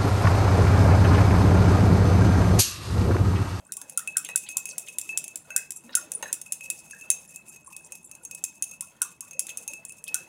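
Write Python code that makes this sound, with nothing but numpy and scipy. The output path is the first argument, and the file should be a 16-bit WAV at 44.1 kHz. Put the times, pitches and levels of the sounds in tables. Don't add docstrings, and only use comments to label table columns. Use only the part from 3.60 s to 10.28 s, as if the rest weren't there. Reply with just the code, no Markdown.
import sys
import numpy as np
from scipy import signal
from scipy.fft import rfft, irfft
from scipy.io import wavfile

SR = 44100
rng = np.random.default_rng(int(sys.argv[2]) if len(sys.argv) > 2 else 0)


def unload_audio(sound):
    columns = np.transpose(np.atleast_2d(sound))
    steps = np.round(np.clip(columns, -1, 1) * 32767)
    wavfile.write(sys.argv[1], SR, steps.astype(np.int16))


N = 294588
EDGE_HZ = 16000


def amp(db):
    return 10 ** (np.asarray(db) / 20)


def evened(x):
    return x / np.sqrt(np.mean(x ** 2) + 1e-20)


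def read(points, hz):
    f, value = np.transpose(points)
    return np.interp(np.log(hz + 1), np.log(f + 1), value)


def curve(rows, axis=1):
    rows = np.array(rows)
    return amp(np.interp(np.arange(N) / SR, rows[:, 0], rows[:, axis]))


def add(mix, s, sound):
    part = mix[max(round(s * SR), 0):][:len(sound)]
    part += sound[:len(part)]


def noise(spectrum, size):
    weight = amp(read(spectrum, np.fft.rfftfreq(size, 1 / SR)))
    return evened(irfft(rfft(rng.standard_normal(size)) * weight, size))


def drift(rate_hz):
    weight = np.exp(-(np.fft.rfftfreq(N, 1 / SR) / rate_hz) ** 2)
    return evened(irfft(rfft(rng.standard_normal(N)) * weight, N))


# (frequency [Hz], relative density [dB per Hz])
AIR_SPECTRUM = [(20, -29), (50, -5.5), (110, -2), (165, 6.5), (260, -1.5), (500, -20), (1000, -7),
                (2000, -40), (4500, -44), (9000, -40), (16000, -47)]


def air(level_db=-64):
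    return amp(level_db) * noise(AIR_SPECTRUM, N)


# (frequency [Hz], t60 [s])
ROOM_DECAY = [(200, 0.5), (1400, 0.24), (3500, 0.34), (9000, 0.19), (15000, 0.19)]


def room(x, wet_db=-12, gap_s=0.001):
    echoes_per_s = 4000
    taps = rng.standard_normal(SR // 2) * (rng.random(SR // 2) < echoes_per_s / SR)
    hz, t, z = signal.stft(taps, SR, nperseg=256)
    decay = amp(-60 * t / read(ROOM_DECAY, hz)[:, None])
    tail = signal.istft(z * decay, SR, nperseg=256)[1]
    tail *= 1 - np.exp(-(np.arange(len(tail)) / SR / gap_s) ** 2)
    return x + amp(wet_db) * signal.fftconvolve(x, tail / np.linalg.norm(tail))[:N]


FIRST_STROKE_S, STROKE_S, QUICKEN_S_PER_STROKE = .176, .199, .00037


def strokes(count=34):
    k = np.arange(count)
    return FIRST_STROKE_S + STROKE_S * k - QUICKEN_S_PER_STROKE * k ** 2 / 2


def swirl(depth_db=2.5, lead_turns=0.023):
    times = strokes()
    turns = np.interp(np.arange(N) / SR, times, np.arange(len(times)) / 2)
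    return amp(-depth_db * np.cos(2 * np.pi * (turns + lead_turns)))


# (frequency [Hz], relative density [dB per Hz])
SLOSH_SPECTRUM = [(50, -42), (150, -1.5), (260, -4.5), (600, 3), (1100, -4), (1800, -7.5), (3000, -11.5),
                  (6000, -19)]
# (time [s], relative level of rubbing [dB], relative level of sloshing [dB])
STIRRING = [(0.0, -57.5, -60), (0.59, -50, -61), (1.17, -47.5, -60.5), (1.43, -50.5, -61.5),
            (1.8, -51, -62), (2.25, -58.5, -62.5), (2.51, -49.5, -55), (2.88, -46, -65), (3.42, -53.5, -63),
            (3.89, -58, -66), (5.02, -56, -65.5), (5.71, -57, -67), (5.99, -44, -60), (6.36, -56, -65),
            (6.68, -55, -61)]


def slosh(wash_db=-3, lumps_db=3.5, gurgle_db=-3, per_s=4, cycles=6, count=24):
    wash = evened(noise(SLOSH_SPECTRUM, N) * amp(lumps_db * drift(16)))
    gurgle, t = np.zeros(N), np.arange(SR // 10) / SR
    for hz in np.geomspace(280, 4000, count):
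        sizes = amp(1.4 * rng.standard_normal(N).clip(-2, 2))
        pops = (rng.random(N) < per_s / SR) * sizes
        age = hz * t / cycles
        rising_tone = np.sin(2 * np.pi * hz * t * (1 + 2 * t))
        gurgle += signal.oaconvolve(pops, age * np.exp(-2 * age) * rising_tone)[:N]
    return curve(STIRRING, axis=2) * swirl() * (amp(wash_db) * wash + amp(gurgle_db) * evened(gurgle))


# (onset [s], relative level [dB], starting pitch [Hz])
TRAPPED_BUBBLES = [(0.092, -45, 1500), (0.1735, -44, 1067), (0.2167, -44, 1620), (0.376, -30, 1340),
                   (0.392, -34, 1280), (0.5554, -37, 1590), (0.5662, -28, 1470), (0.753, -40, 1500),
                   (0.9667, -38.5, 1026), (1.9041, -34.5, 1497), (1.9614, -25.5, 1527), (2.241, -44, 215),
                   (2.3426, -32, 1506), (2.3697, -27, 1370), (2.558, -44.5, 401), (2.6574, -28.5, 1706),
                   (3.333, -31.5, 1626), (4.0752, -38.5, 1038), (5.224, -42, 1050), (5.4164, -28, 1400),
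                   (5.42, -36, 1030), (5.6244, -43, 1103), (5.748, -46, 500), (6.104, -48, 536),
                   (6.549, -31, 1450)]


def bubbles(level_db=0.5, rise_cycles=2, satellite_db=-13, lag_s=0.045, count=4):
    out, t = np.zeros(N), np.arange(SR // 8) / SR
    life_cycles, glide_per_s = 9, 5
    for s, db, hz in TRAPPED_BUBBLES:
        group = [(s, hz, db)]
        for lag, pitch in rng.random((count, 2)):
            group.append((s + lag_s * (lag - .15), hz * 2 ** (.8 * pitch - .35), db + satellite_db))
        for start, pitch_hz, size_db in group:
            turns = pitch_hz * (t + glide_per_s * t ** 2 / 2)
            shape = (1 - np.exp(-turns / rise_cycles)) * np.exp(-turns / life_cycles)
            shape *= 1 - t / t[-1]
            add(out, start, amp(size_db + level_db) * shape * np.sin(2 * np.pi * turns))
    return out


def ring(modes, t, detune, scatter_db):
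    hz, db, t60 = np.transpose(modes)[:, :, None]
    share, shift, phase = rng.standard_normal((3, len(modes), 1))
    height = amp(db + scatter_db * share)
    tones = np.sin(2 * np.pi * (hz * (1 + detune * shift) * t + phase))
    waves = np.exp(-np.log(1000) * t / t60) * tones
    return (height * waves).sum(0) / np.linalg.norm(height)


BOUNCE_S, BOUNCE_SHRINK, BOUNCE_DB = .0125, 0.62, -12.5


def bounces(uneven=.2, count=2):
    k = np.arange(count)
    gaps = BOUNCE_S * BOUNCE_SHRINK ** k * np.exp(uneven * rng.standard_normal(count))
    return zip(np.cumsum(gaps), BOUNCE_DB * (k + 1))


# (onset [s], relative level of glass [dB], relative level of thud [dB])
FOOT_KNOCKS = [(0.6894, -35.5, -47), (2.293, -42, -58), (2.6275, -29.5, -33)]
# (nominal frequency [Hz], relative level [dB], t60 [s])
FOOT_MODES = [(1110, -9, 0.028), (1860, 0, 0.024), (2760, -5, 0.018), (3850, -7, 0.028)]
# (frequency [Hz], relative density [dB per Hz])
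THUD_SPECTRUM = [(30, -50), (200, -20), (560, 0), (780, -1.5), (1200, -9), (5000, -28)]


def knocks(level_db=6, thud_s=0.007, rise_s=0.00074):
    out, t = np.zeros(N), np.arange(SR // 10) / SR
    onset = 1 - np.exp(-t / rise_s)
    for s, glass_db, thud_db in FOOT_KNOCKS:
        for delay, drop in [(0, 0), *bounces()]:
            thud = amp(thud_db) * noise(THUD_SPECTRUM, len(t)) * np.exp(-t / thud_s)
            foot = amp(glass_db) * ring(FOOT_MODES, t, detune=0.02, scatter_db=1.5)
            add(out, s + delay, amp(drop + level_db) * onset * (foot + thud))
    return out


# (nominal frequency [Hz], level within the family [dB], t60 [s])
GLASS_MODES = [(2576, -1.5, 0.25), (2614, -1.5, 0.22), (6470, 5.5, 0.1), (6408, -8, 0.16),
               (2772, -17.5, 0.027), (3620, -20, 0.03), (5120, -14, 0.016), (5823, -14.5, 0.034),
               (7384, 4, 0.017), (7500, 3.5, .018), (8940, -9.5, 0.051), (9540, 7, 0.028),
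               (10150, -1, 0.024), (10600, -1, 0.02), (11450, -12.5, 0.027), (12250, -7, 0.026),
               (13630, -17, 0.029), (14300, -12.5, 0.025)]


def rim(t):
    return ring(GLASS_MODES[:2], t, detune=.0035, scatter_db=3)


def wall(t):
    return ring(GLASS_MODES[2:4], t, detune=.005, scatter_db=3)


# (frequency [Hz], relative density [dB per Hz])
CRACK_SPECTRUM = [(200, -40), (900, -31), (1900, -15), (3500, -10.5), (4400, -15.5), (5400, -2.5),
                  (6700, 0), (7500, 5.5), (10000, 1.5), (12600, -5.5), (16000, -9.5)]
TICK_HZ = 9000


def tick(favoured_hz=None, crack_db=-4.5, crack_s=0.0027, rise_s=0.00016, favour_db=6, octaves=.25):
    t = np.arange(SR // 16) / SR
    modes = np.array(GLASS_MODES[4:])
    if favoured_hz:
        nearness = np.exp(-(np.log2(modes[:, 0] / favoured_hz) / octaves) ** 2)
        modes[:, 1] += favour_db * nearness * (TICK_HZ / favoured_hz) ** .5
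    glass = ring(modes, t, detune=.008, scatter_db=3.5)
    crack = amp(crack_db) * noise(CRACK_SPECTRUM, len(t)) * np.exp(-t / crack_s)
    sound = (glass + crack) * (1 - np.exp(-t / rise_s))
    return sound / np.sqrt(2 * np.mean(sound[:SR // 250] ** 2))


def contact(flight_s=.04, hard_db=-24, flight_db=-12):
    touching = np.ones(N)
    for s, bright, *_ in ROD_BLOWS:
        if bright > hard_db:
            touching[max(int((s - flight_s) * SR), 0):int(s * SR)] = amp(flight_db)
    return touching


# (middle [s], frequency [Hz], level before contact gain [dB], length [s])
CLEAR_SQUEAKS = [(2.552, 9400, -21.5, 0.0082), (2.558, 9640, -24, 0.013)]


def squeaks(level_db=0, waver=.006, faint_db=-49, count=70):
    out, wobble = np.zeros(N), drift(300)
    high_hz = np.array(GLASS_MODES)[9:13, 0]
    tones = list(CLEAR_SQUEAKS)
    for when, mode, off, size, span in rng.random((count, 5)):
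        hz = high_hz[int(mode * len(high_hz))] * (.98 + .04 * off)
        tones.append((when * (N / SR - .1), hz, faint_db + 12 * (size - .5), .003 + .006 * span))
    for s, hz, db, length in tones:
        size = int(length * SR)
        turns = np.cumsum(hz * (1 + waver * wobble[int(s * SR):][:size])) / SR
        add(out, s - length / 2, amp(db + level_db) * np.hanning(size) * np.sin(2 * np.pi * turns))
    return out * contact()


# (middle [s], centre frequency [Hz], relative level [dB])
GRITTY_SLIDES = [(.657, 3100, -44), (.874, 3100, -46), (1.111, 6240, -39.5), (1.278, 3000, -48),
                 (2.167, 8370, -39), (2.336, 4000, -47), (3.19, 6640, -48.5), (3.325, 6400, -53),
                 (3.69, 8000, -52), (3.892, 8500, -45), (4.075, 9000, -45.5), (4.25, 7500, -47),
                 (4.45, 8500, -46), (4.635, 9300, -49), (5.897, 2900, -45), (6.296, 8300, -43),
                 (6.48, 4300, -47)]


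def slides(level_db=-1.5, octaves=0.28, life_s=0.0005, glass_db=0, count=40):
    out, t = np.zeros(N), np.arange(SR // 40) / SR
    length_s = .026
    for s, centre_hz, db in GRITTY_SLIDES:
        spatter = np.zeros(SR // 10)
        for when, pitch, size in rng.standard_normal((count, 3)).clip(-2, 2):
            hz = min(centre_hz * 2 ** (octaves * pitch), EDGE_HZ)
            grain = size * t * np.exp(-t / life_s) * np.sin(2 * np.pi * hz * t)
            add(spatter, length_s * (.5 + when / 4), grain)
        glass = ring(GLASS_MODES[4:], t, detune=.006, scatter_db=3)
        tinkle = signal.fftconvolve(spatter, glass / np.linalg.norm(glass))[:len(spatter)]
        spatter = spatter + amp(glass_db) * tinkle
        strength = np.sqrt(np.sum(spatter ** 2) / (length_s * SR))
        add(out, s - length_s / 2, amp(db + level_db) * spatter / strength)
    return out


def rubbing(merge=1.0, bright_db=-2.5, rim_db=-6.5, wall_db=-7.5, count=8):
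    t = np.arange(SR // 3) / SR
    pressure = curve(STIRRING)
    rate = 550 * (pressure / np.median(pressure)) ** merge
    sizes = amp(3 * np.minimum(rng.exponential(1, N), 3))
    slips = (rng.random(N) < rate / SR) * sizes / np.sqrt(rate)
    spells = amp(6 * drift(22).clip(-2, 1.6))
    slips = evened(slips * spells) * contact() * pressure
    place, out = rng.integers(0, count, N), np.zeros(N)
    for k in range(count):
        body = np.zeros(len(t))
        soft_tick = tick(crack_db=-1.5)
        for db, part in ((bright_db, soft_tick), (rim_db, rim(t)), (wall_db, wall(t))):
            add(body, 0, amp(db) * part / np.linalg.norm(part))
        out += signal.oaconvolve(slips * (place == k), body)[:N]
    return out


# (time [s], relative level of tick [dB], of rim ring [dB], of wall ring [dB],
# and, where the point of contact colours the tick, favoured frequency [Hz])
ROD_BLOWS = [(0.1207, -17, -54, -52), (0.1365, -26, -62, -58), (0.168, -19, -56, -53),
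             (0.2146, -24.5, -58, -43.5), (0.296, -24.5, -72, -47), (0.3744, -7, -45, -38, 9700),
             (0.4742, -18.5, -27.5, -46), (0.5687, -4.5, -44, -38, 7200), (0.6475, -20.5, -44.5, -36),
             (0.6881, -25.5, -35, -53), (0.7584, -4, -38.5, -39, 7200), (0.8884, -23, -36.5, -41),
             (0.9691, -7.5, -36, -39, 7200), (1.055, -19.5, -39, -38), (1.0894, -25, -42.5, -38),
             (1.1806, -13.5, -46.5, -48), (1.2845, -28, -40, -44), (1.3842, -11, -48, -56, 3600),
             (1.4134, -20, -43.5, -58), (1.4914, -29, -27.5, -45), (1.5741, -8, -40.5, -37, 3600),
             (1.6407, -22, -46.5, -40), (1.6792, -23.5, -45, -43), (1.757, -17, -56, -51, 7200),
             (1.9044, -32, -35.5, -41), (1.9627, -4, -33.5, -45), (2.1057, -17.5, -58.5, -46, 7200),
             (2.1195, -24, -62, -52), (2.3518, -2.5, -46, -25, 3100), (2.5179, -15, -54, -47),
             (2.6251, -23, -45.5, -30.5), (2.7279, -8.5, -44.5, -43), (2.8144, -22.5, -61, -42),
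             (2.862, -34, -45, -52), (2.9215, -11, -55, -32, 4000), (3.0081, -33, -39, -47),
             (3.1007, -11, -33.5, -49), (3.3091, -28, -41.5, -41.5), (3.411, -34, -38.5, -44.5),
             (3.5018, -2.5, -33, -21, 9500), (3.7592, -24, -42, -51), (3.96, -38, -48, -48),
             (4.128, -35, -45.5, -53.5), (4.1646, -24, -46.5, -50), (4.3207, -24, -44, -40),
             (4.353, -30, -54, -52), (4.5129, -28.5, -49, -44.5), (4.551, -32, -56, -54),
             (4.65, -24, -58, -34.5), (4.7109, -24, -42.5, -40), (4.748, -22.5, -47.5, -49),
             (4.839, -10.5, -42, -32, 9500), (5.023, -10, -41.5, -26.5, 9500), (5.1114, -31, -49, -41),
             (5.2079, -15.5, -53, -46), (5.4176, -6.5, -43, -30), (5.6068, -21, -56, -38),
             (5.7094, -32, -49, -40), (5.732, -35, -47, -48), (5.7929, -8.5, -42, -31, 9500),
             (5.8674, -24, -44, -44), (5.8921, -26, -41, -40, 2900), (5.9722, -17.5, -50, -39, 9500),
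             (6.0776, -18, -38, -32, 3100), (6.134, -26, -38, -45), (6.2504, -23, -50, -49),
             (6.294, -33, -42, -50), (6.3215, -30, -58, -54), (6.4396, -23, -51, -52),
             (6.4786, -26, -33.5, -59), (6.543, -8, -37.5, -33)]
HARD_DB = -18


def clinks(tick_db=-7, rim_db=0.8, wall_db=2, rise_s=0.000067, delay_s=.0005):
    out, t = np.zeros(N), np.arange(SR // 3) / SR
    onset = 1 - np.exp(-t / rise_s)
    for s, bright, on_rim, on_wall, *favoured in ROD_BLOWS:
        start = s + delay_s
        add(out, start, amp(bright + tick_db) * tick(*favoured))
        ringing = amp(on_rim + rim_db) * rim(t) + amp(on_wall + wall_db) * wall(t)
        add(out, start, onset * ringing)
        if bright > HARD_DB:
            for delay, db in bounces():
                add(out, start + delay, amp(bright + tick_db + db) * tick())
    return out


def scene():
    low = room(bubbles() + knocks() + slosh(), wet_db=-5.0)
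    glass = room(clinks() + rubbing() + slides() + squeaks(), wet_db=-10.5)
    return (glass + low + air())[None]


def record(dry):
    low_pass = signal.firwin(161, EDGE_HZ, window=("kaiser", 8), fs=SR)
    return signal.oaconvolve(dry, low_pass[None], "same")


dry = scene()
out = record(dry)
unload_audio(out)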